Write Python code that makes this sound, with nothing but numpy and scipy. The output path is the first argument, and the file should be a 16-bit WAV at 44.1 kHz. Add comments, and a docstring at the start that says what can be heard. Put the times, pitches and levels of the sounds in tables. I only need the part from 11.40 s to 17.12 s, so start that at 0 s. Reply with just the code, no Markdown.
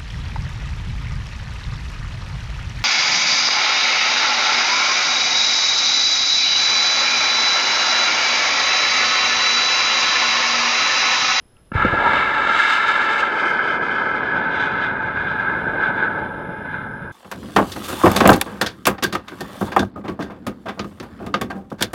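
"""A small liquid-fuel rocket leaves a desert pad, heard by a camera microphone on the ground.
Light wind, hiss and a faint electronic whine come first, then a dry tick and a faint puff of propellant.
Blasts (pressure humps, thuds and rings) open a crackling jet: shaped noise ringing in the camera's housing.
A boom and a hollow rush come off the pad; the roar flares at lift-off and fades in surges.
With distance the hiss dies and the rumble grows; late on, a second path sweeps a hollow down the roar."""
import sys
import numpy as np
from scipy import signal
from scipy.fft import rfft, irfft
from scipy.io import wavfile
from scipy.ndimage import uniform_filter1d, map_coordinates

SR = 44100
rng = np.random.default_rng(int(sys.argv[2]) if len(sys.argv) > 2 else 0)


def unload_wav(signal):
    """Save mono or channel-first audio to the path in sys.argv[1] as 16-bit WAV at rate SR, clipped to [-1, 1]."""
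    wavfile.write(
        sys.argv[1],
        SR,
        np.round(np.clip(np.atleast_2d(signal).T, -1, 1) * 32767).astype(np.int16),
    )


N = 252252
TIME = np.arange(N) / SR  # s
FREQ = np.maximum(np.arange(N // 2 + 1) * SR / N, 1)  # Hz

# spectrum of light wind and the camera's own hiss, relative levels: (frequency [Hz], level [dB])
AIR_SPECTRUM = [(20, -77), (50, -74), (150, -82), (400, -89), (1000, -97.5), (1600, -100), (2300, -105),
                (3100, -103), (4400, -111), (8000, -116), (11000, -117), (12200, -126), (15000, -128)]
# narrow bands of electronic hiss on the same scale: (centre [Hz], width [Hz], level [dB])
HISS_BANDS = [(5120, 120, -99), (10200, 450, -106), (10800, 200, -105), (13300, 600, -117)]
# electronic whine, rms before the background's own rise and fall: (frequency [Hz], level [dB])
WHINE_TONES = [(10644, -73), (10691, -81.5), (13189, -88.5)]
# gain of the background, which sinks and returns: (time [s], gain [dB])
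BACKGROUND_GAIN = [(0.4, 4.5), (0.9, -8.5), (2.5, -11), (3.2, -5), (4.1, 4.5)]

# broad spectrum of the housing, relative levels:
# (frequency [Hz], along the ground [dB], slanting [dB], from overhead [dB])
HOUSING_SLOPE = [(25, -67.5, -83, -76.5), (79.6, -60.5, -65, -62.5), (193, -65, -62.5, -60.5),
                 (430, -63, -58.5, -63.5), (770, -64, -64, -67.5), (1130, -53, -61, -62),
                 (2000, -65.5, -78, -71.5), (2670, -63.5, -78, -85), (3420, -75.5, -79, -82),
                 (4250, -86, -91.5, -100), (5600, -90.5, -93, -104), (6860, -88, -103, -112),
                 (10000, -101, -111, -121), (13000, -111, -122, -135), (15000, -128, -138, -145)]
# resonances of the housing on the same scale:
# (centre [Hz], width [Hz], along the ground [dB], slanting [dB], from overhead [dB])
HOUSING_MODES = [(568.7, 37, -60, -63, -61.5), (877, 40.4, -52, -58, -53.5), (970, 125, -53.5, -57.5, -57),
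                 (1207, 62, -49.5, -58.5, -71), (1333.7, 97, -39, -45.5, -49.5),
                 (1525.5, 113, -51, -46.5, -42.5), (1621, 110, -44, -49.5, -46),
                 (1678.6, 98, -43.5, -50.5, -51), (2109, 89, -50.5, -56.5, -60.5),
                 (2250, 120, -52, -60, -65.5), (2466, 150, -62.5, -60.5, -65.5), (2796, 210, -57, -80, -71),
                 (3108, 130, -59.5, -58.5, -78.5), (3350, 130, -64, -66.5, -74),
                 (3560, 300, -55.5, -75, -71.5), (3904, 220, -64.5, -80, -78), (4394, 150, -73, -80, -92.5),
                 (4670, 120, -67.5, -76.5, -89.5), (4980, 450, -73, -81, -94),
                 (5590, 490, -86.5, -94.5, -103), (6280, 650, -85.5, -96, -102),
                 (7560, 450, -85.5, -99, -109), (8450, 420, -101, -98, -116),
                 (11300, 440, -100, -111, -125)]
# paths around the housing cancel (below 0 dB) or reinforce (above 0 dB):
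# (centre [Hz], width [Hz], along the ground [dB], slanting [dB], from overhead [dB])
HOUSING_PATHS = [(1395, 50, 3, -11.5, -8.5), (1790, 64, 4, -8.5, -9), (2490, 98, -11.5, -2, 3.5),
                 (2577, 170, 2.5, -3, -5.5), (2835, 68, -23, -3.5, 1.5), (2980, 150, 5, 4.5, -11),
                 (3480, 72, -14, 4.5, 5), (3820, 80, -3, -12, -3), (4140, 64, -14, 3, 0.5),
                 (4270, 130, 4.5, -8, -8), (4730, 110, -16.5, -2.5, -1.5)]
# angle of arrival: (time [s], angle [0 along the ground, 1 slanting, 2 from overhead])
ARRIVAL = [(1.3, 0.0097), (1.8, 0.21), (2.15, 1.16), (2.7, 1.08), (3.1, 1.72), (3.7, 1.73)]

# large eddies far down the plume, at full thrust: (time [s], low roar [dB], rumble [dB])
PLUME_LEVELS = [(0.5, -30, -32.5), (0.62, -24, -37.5), (0.9, -29.5, -42.5), (1.05, -28.5, -44),
                (1.25, -33, -51), (1.9, -28.5, -52.5), (2.15, -30, -46.5), (3.15, -29.5, -40),
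                (3.9, -33.5, -35), (4.4, -28, -38), (4.95, -33, -39.5), (5.7, -40.5, -38.5)]
# roar, bite, rasp, edge and hiss of the jet, one row each:
# (level on the pad [dB], flare [dB], fade with climb [dB/s], sudden late drop [dB])
JET_VOICES = [(-21, 4, 1.19, 5.5), (-32, 8, 3.5, 4), (-41, 11, 4, 1.5), (-54.5, 15.5, 4.5, 6),
              (-62.5, 18.5, 6, 3)]
# swells and brief dropouts of the jet: (time [s], half length [s], roar [dB], treble [dB])
JET_SURGES = [(0.426, 0.028, 4, 1), (0.757, 0.11, 3, 6.5), (1.324, 0.031, 0, 3.5),
              (1.936, 0.052, -3.5, -4.5), (2.004, 0.016, -0.5, 2.5), (2.294, 0.053, 0, 2),
              (2.395, 0.027, -2.5, -9), (2.526, 0.067, 0, 3), (3.21, 0.13, 2, 7), (3.45, 0.078, 0.6, 10),
              (3.563, 0.13, 0, -5), (3.872, 0.17, 0.2, 6), (4.088, 0.06, 4.5, 2.5), (4.451, 0.068, 6, 10.5),
              (4.623, 0.062, 6, 9.5), (5.347, 0.1, 6.2, 7.5)]
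# strong bursts of crackle, rise before smoothing: (time [s], rise [dB])
CRACKLE_BURSTS = [(0.401, 6), (0.828, 6), (2.191, 9), (3.444, 6), (3.572, 9), (3.771, 9), (3.814, 7),
                  (5.342, 8)]
# ignition blasts: (time [s], peak [dB], half length [s], thud at onset [dB], housing ring at onset [dB])
IGNITION_BLASTS = [(0.3224, -20, 0.0028, -29, -19.5), (0.3602, -9.5, 0.0051, -23, -23),
                   (0.4503, -10, 0.0013, -12, -22), (0.4590, -12.5, 0.0018, -27, -16.5),
                   (0.5320, -15, 0.0039, -28, -35), (0.5383, -9, 0.0012, -13.5, -16)]

# the faint puff of propellant, relative to full thrust
PUFF_S, PUFF_LENGTH_S, PUFF_DB = 0.19, 0.05, -46
# full thrust builds up just after the igniter pops
LIGHT_S, THRUST_RISE_S = 0.3297, 0.027
# the jet flares up as the flame clears the pad, then turns away and recedes
CLEAR_S, FLARE_RISE_S, FLARE_FALL_S = 1.206, 0.2, 1.02
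# the second path far up, its strength relative to the first, and the hollow that it cuts
PATH_S, PATH_OPEN_S, PATH_SHARE = 4.59, 0.16, 0.093
HOLLOW_HZ, SINK_OCT_PER_S = 2870, 1.94
# far up, the roar drops suddenly and then dwindles
FALL_S, FALL_LENGTH_S, DWINDLE_DB_PER_S = 4.774, 0.086, 4.5


def undb(db):
    """Decibels to gain."""
    return 10 ** (np.asarray(db) / 20)


def unit(x):
    """Scale to rms 1."""
    return x / np.sqrt(np.mean(x ** 2))


def curves(rows):
    """Each column of a table, joined by straight lines in time."""
    s, *columns = np.transpose(rows)
    return [np.interp(TIME, s, column) for column in columns]


def walk(rate):
    """Random levels held 1 / rate s, then smoothed twice; spread 1."""
    hold = max(int(SR / rate), 1)
    held = np.repeat(rng.standard_normal(N // hold + 1), hold)
    smooth = uniform_filter1d(uniform_filter1d(held, hold), hold)
    return unit(smooth[:N])


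def fade(start_s, length_s):
    """A sudden start and an exponential decay."""
    return (TIME >= start_s) * np.exp(-np.clip((TIME - start_s) / length_s, 0, 20))


def settle(start_s, length_s):
    """An exponential approach from 0 to 1."""
    return 1 - np.exp(-np.maximum(TIME - start_s, 0) / length_s)


def swell(centre_s, half_s):
    """A smooth rise and fall, 1 at its centre."""
    return np.exp(-np.minimum(((TIME - centre_s) / half_s) ** 2, 100))


def bell(centre_hz, width_hz):
    """A bell over frequency, 1 at its centre and half at its edges."""
    return .5 ** np.minimum((2 * (FREQ - centre_hz) / width_hz) ** 2, 100)


def below(hz, order):
    """Gain of a low-pass."""
    return 1 / np.sqrt(1 + (FREQ / hz) ** (2 * order))


def above(hz, order):
    """Gain of a high-pass."""
    return 1 / np.sqrt(1 + (hz / FREQ) ** (2 * order))


def response(slope, modes, paths):
    """Causal filter: bell-shaped resonances on a broad spectrum, with narrow dips and peaks."""
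    hz, db = np.transpose(slope)
    power = undb(np.interp(np.log(FREQ), np.log(hz), db)) ** 2
    power = power + sum(undb(peak_db) ** 2 * bell(centre, width) for centre, width, peak_db in modes)
    gain = np.sqrt(power) * undb(sum(db * bell(centre, width) for centre, width, db in paths))
    # folding the cepstrum gives minimum phase: the ring follows its cause
    cepstrum = irfft(np.log(gain), N)
    cepstrum[1:N // 2] *= 2
    cepstrum[N // 2 + 1:] = 0
    return np.exp(rfft(cepstrum))


def noise(colour, envelope=1):
    """Noise that follows an rms envelope and then rings in a filter."""
    ringing = irfft(rfft(envelope * rng.standard_normal(N)) * colour, N)
    return ringing / np.sqrt(np.mean(np.abs(colour) ** 2))


def background(air_db=-58):
    """Light wind rumbles on the case; the camera's electronics hiss and whine."""
    air = noise(response(AIR_SPECTRUM, HISS_BANDS, paths=[]), undb(air_db))
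    whine = 0
    for hz, db in WHINE_TONES:
        cycles = np.cumsum(hz + 4 * walk(rate=30)) / SR  # the pitch wanders by 4 Hz rms
        whine = whine + undb(db) * np.sqrt(2) * np.sin(2 * np.pi * cycles)
    gain_db, = curves(BACKGROUND_GAIN)
    return (air + whine) * undb(gain_db)


def tick(tick_s=0.168, tick_db=-51, ring_s=0.0025):
    """A faint, dry tick just before the engine lights: a short decay of noise around 2900 Hz."""
    return noise(bell(2900, 600), undb(tick_db) * fade(tick_s, ring_s))


def thrust():
    """A faint puff of propellant, then the engine comes up to full thrust."""
    puff = undb(PUFF_DB) * swell(PUFF_S, PUFF_LENGTH_S)
    return puff + settle(LIGHT_S, THRUST_RISE_S)


def housing():
    """The housing around the microphone rings differently for each of three angles of arrival."""
    return [response([(hz, db[k]) for hz, *db in HOUSING_SLOPE],
                     [(hz, width, db[k]) for hz, width, *db in HOUSING_MODES],
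                     [(hz, width, db[k]) for hz, width, *db in HOUSING_PATHS])
            for k in range(3)]


def turbulence(shock_rate=700, scatter_db=3, crackle_db=-3):
    """Smooth mixing noise plus small shocks (shock_rate per second) of very unequal strength."""
    strikes = rng.random(N) < shock_rate / SR
    shocks = strikes * undb(scatter_db * np.minimum(rng.exponential(size=N), 3))
    crackle = unit(shocks - shocks.mean())
    return unit(rng.standard_normal(N) + undb(crackle_db) * crackle)


def flight():
    """Level in dB of each voice: a flare at lift-off, a fade with distance (treble fastest) and surges."""
    climb_s = np.maximum(TIME - CLEAR_S, 0)
    flare = np.exp(np.minimum(TIME - CLEAR_S, 0) / FLARE_RISE_S - climb_s / FLARE_FALL_S)
    fall = settle(FALL_S, FALL_LENGTH_S)
    dwindle_db = DWINDLE_DB_PER_S * np.maximum(TIME - FALL_S, 0)
    roar = sum(db * swell(s, half_s) for s, half_s, db, _ in JET_SURGES)
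    treble = sum(db * swell(s, half_s) for s, half_s, _, db in JET_SURGES)
    surges = [roar, (roar + treble) / 2, treble, treble, treble]
    return [pad_db + flare_db * flare - fade_db * climb_s - fall_db * fall - dwindle_db + surge
            for (pad_db, flare_db, fade_db, fall_db), surge in zip(JET_VOICES, surges)]


def jet(angles, flutter_db=0.25, surge_db=0.5, burst_s=0.005, sputter_db=3.0, waver_db=1.5):
    """The exhaust: fluttering turbulence, from big slow eddies to fine hiss, coloured by its angle of arrival."""
    roar_db, bite_db, rasp_db, edge_db, hiss_db = flight()
    low_db, rumble_db = curves(PLUME_LEVELS)
    angle, = curves(ARRIVAL)
    flutter = unit(undb(flutter_db * walk(rate=150) + surge_db * walk(rate=25)))
    bursts_db = uniform_filter1d(sum(db * fade(s, burst_s) for s, db in CRACKLE_BURSTS), size=64)
    # once the rocket is aloft, moving air makes the shortest waves come and go
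    air_db = settle(CLEAR_S, 0.14) * (sputter_db * walk(rate=51) + waver_db * walk(rate=18))
    # small eddies sound high, large ones low
    eddies = [(above(21, order=2) * below(195, order=4), rumble_db),
              (above(216, order=4) * below(853, order=12), low_db),
              (above(780, order=12) * below(2037, order=24), roar_db + bursts_db),
              (above(1800, order=24) * below(2770, order=24), bite_db + bursts_db / 2 + air_db / 4),
              (above(2805, order=24) * below(4450, order=24), rasp_db + air_db / 3),
              (above(3940, order=24) * below(5450, order=16), edge_db + air_db / 2),
              (above(5760, order=16), hiss_db + air_db)]
    out = 0
    for k, colour in enumerate(angles):
        # neighbouring angles crossfade at equal power
        share = np.sqrt(np.clip(1 - np.abs(np.clip(angle, 0, 2) - k), 0, 1))
        spectrum = colour * rfft(flutter * turbulence())
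        voices = sum(undb(db) * unit(irfft(spectrum * band, N)) for band, db in eddies)
        out = out + share * voices
    return out * thrust()


def ignition(colour, thud_s=0.0091, ring_s=0.0014):
    """Uneven first burning: each blast is a pressure hump between two suctions, a dull thud and a housing ring."""
    humps = thuds = rings = 0
    for s, peak_db, half_s, thud_db, ring_db in IGNITION_BLASTS:
        u = (TIME - s) / half_s * np.sqrt(np.pi / 2)
        humps = humps + undb(peak_db) * (1 - 2 * u ** 2) * np.exp(-u ** 2)
        front_s = s - 1.53 * half_s  # the leading suction arrives ahead of the peak
        thuds = thuds + undb(thud_db) * fade(front_s, thud_s)
        rings = rings + undb(ring_db) * fade(front_s, ring_s)
    thud = noise(above(100, order=2) * below(550, order=5), thuds)
    ring = noise(colour * below(2900, order=8), rings)
    return humps + thud + ring


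def pad_wash(colour, boom_db=-25, boom_start_s=0.35, boom_s=0.077, wash_db=-18, wash_s=0.657, spread_s=0.034):
    """The flame hits the ground: a deep boom dies away, then a hollow rush swells and fades."""
    boom = noise(above(32, order=2) * below(130, order=4), undb(boom_db) * fade(boom_start_s, boom_s))
    rush = undb(wash_db + 2 * walk(rate=50)) * swell(wash_s, spread_s)
    return boom + noise(colour * above(550, order=4) * below(980, order=12), rush)


def two_paths(x):
    """The distant roar arrives twice and partly cancels where the lag is half a cycle: a hollow sweeps down."""
    hollow_hz = HOLLOW_HZ * 2 ** (-SINK_OCT_PER_S * np.maximum(TIME - PATH_S, 0))
    strength = PATH_SHARE * settle(PATH_S, PATH_OPEN_S)
    late = map_coordinates(x, [(TIME - 0.5 / hollow_hz) * SR], order=3, mode="mirror")
    return (x + strength * late) / np.sqrt(1 + strength ** 2)


def scene():
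    """Ignition and jet through the housing, over the quiet desert."""
    angles = housing()
    ground = angles[0]
    rocket = two_paths(jet(angles)) + ignition(ground) + pad_wash(ground)
    return (background() + tick() + rocket)[None]


def record(dry, ceiling=.8, cut_hz=15250):
    """The camera rounds the highest peaks and cuts the top; the sound ends without a click."""
    rounded = dry / (1 + (dry / ceiling) ** 6) ** (1 / 6)
    ending = np.minimum((TIME[-1] - TIME) / 0.006, 1)
    top_cut = signal.ellip(8, .2, 80, cut_hz, fs=SR, output="sos")
    return signal.sosfilt(top_cut, rounded * ending)


dry = scene()
out = record(dry)
unload_wav(out)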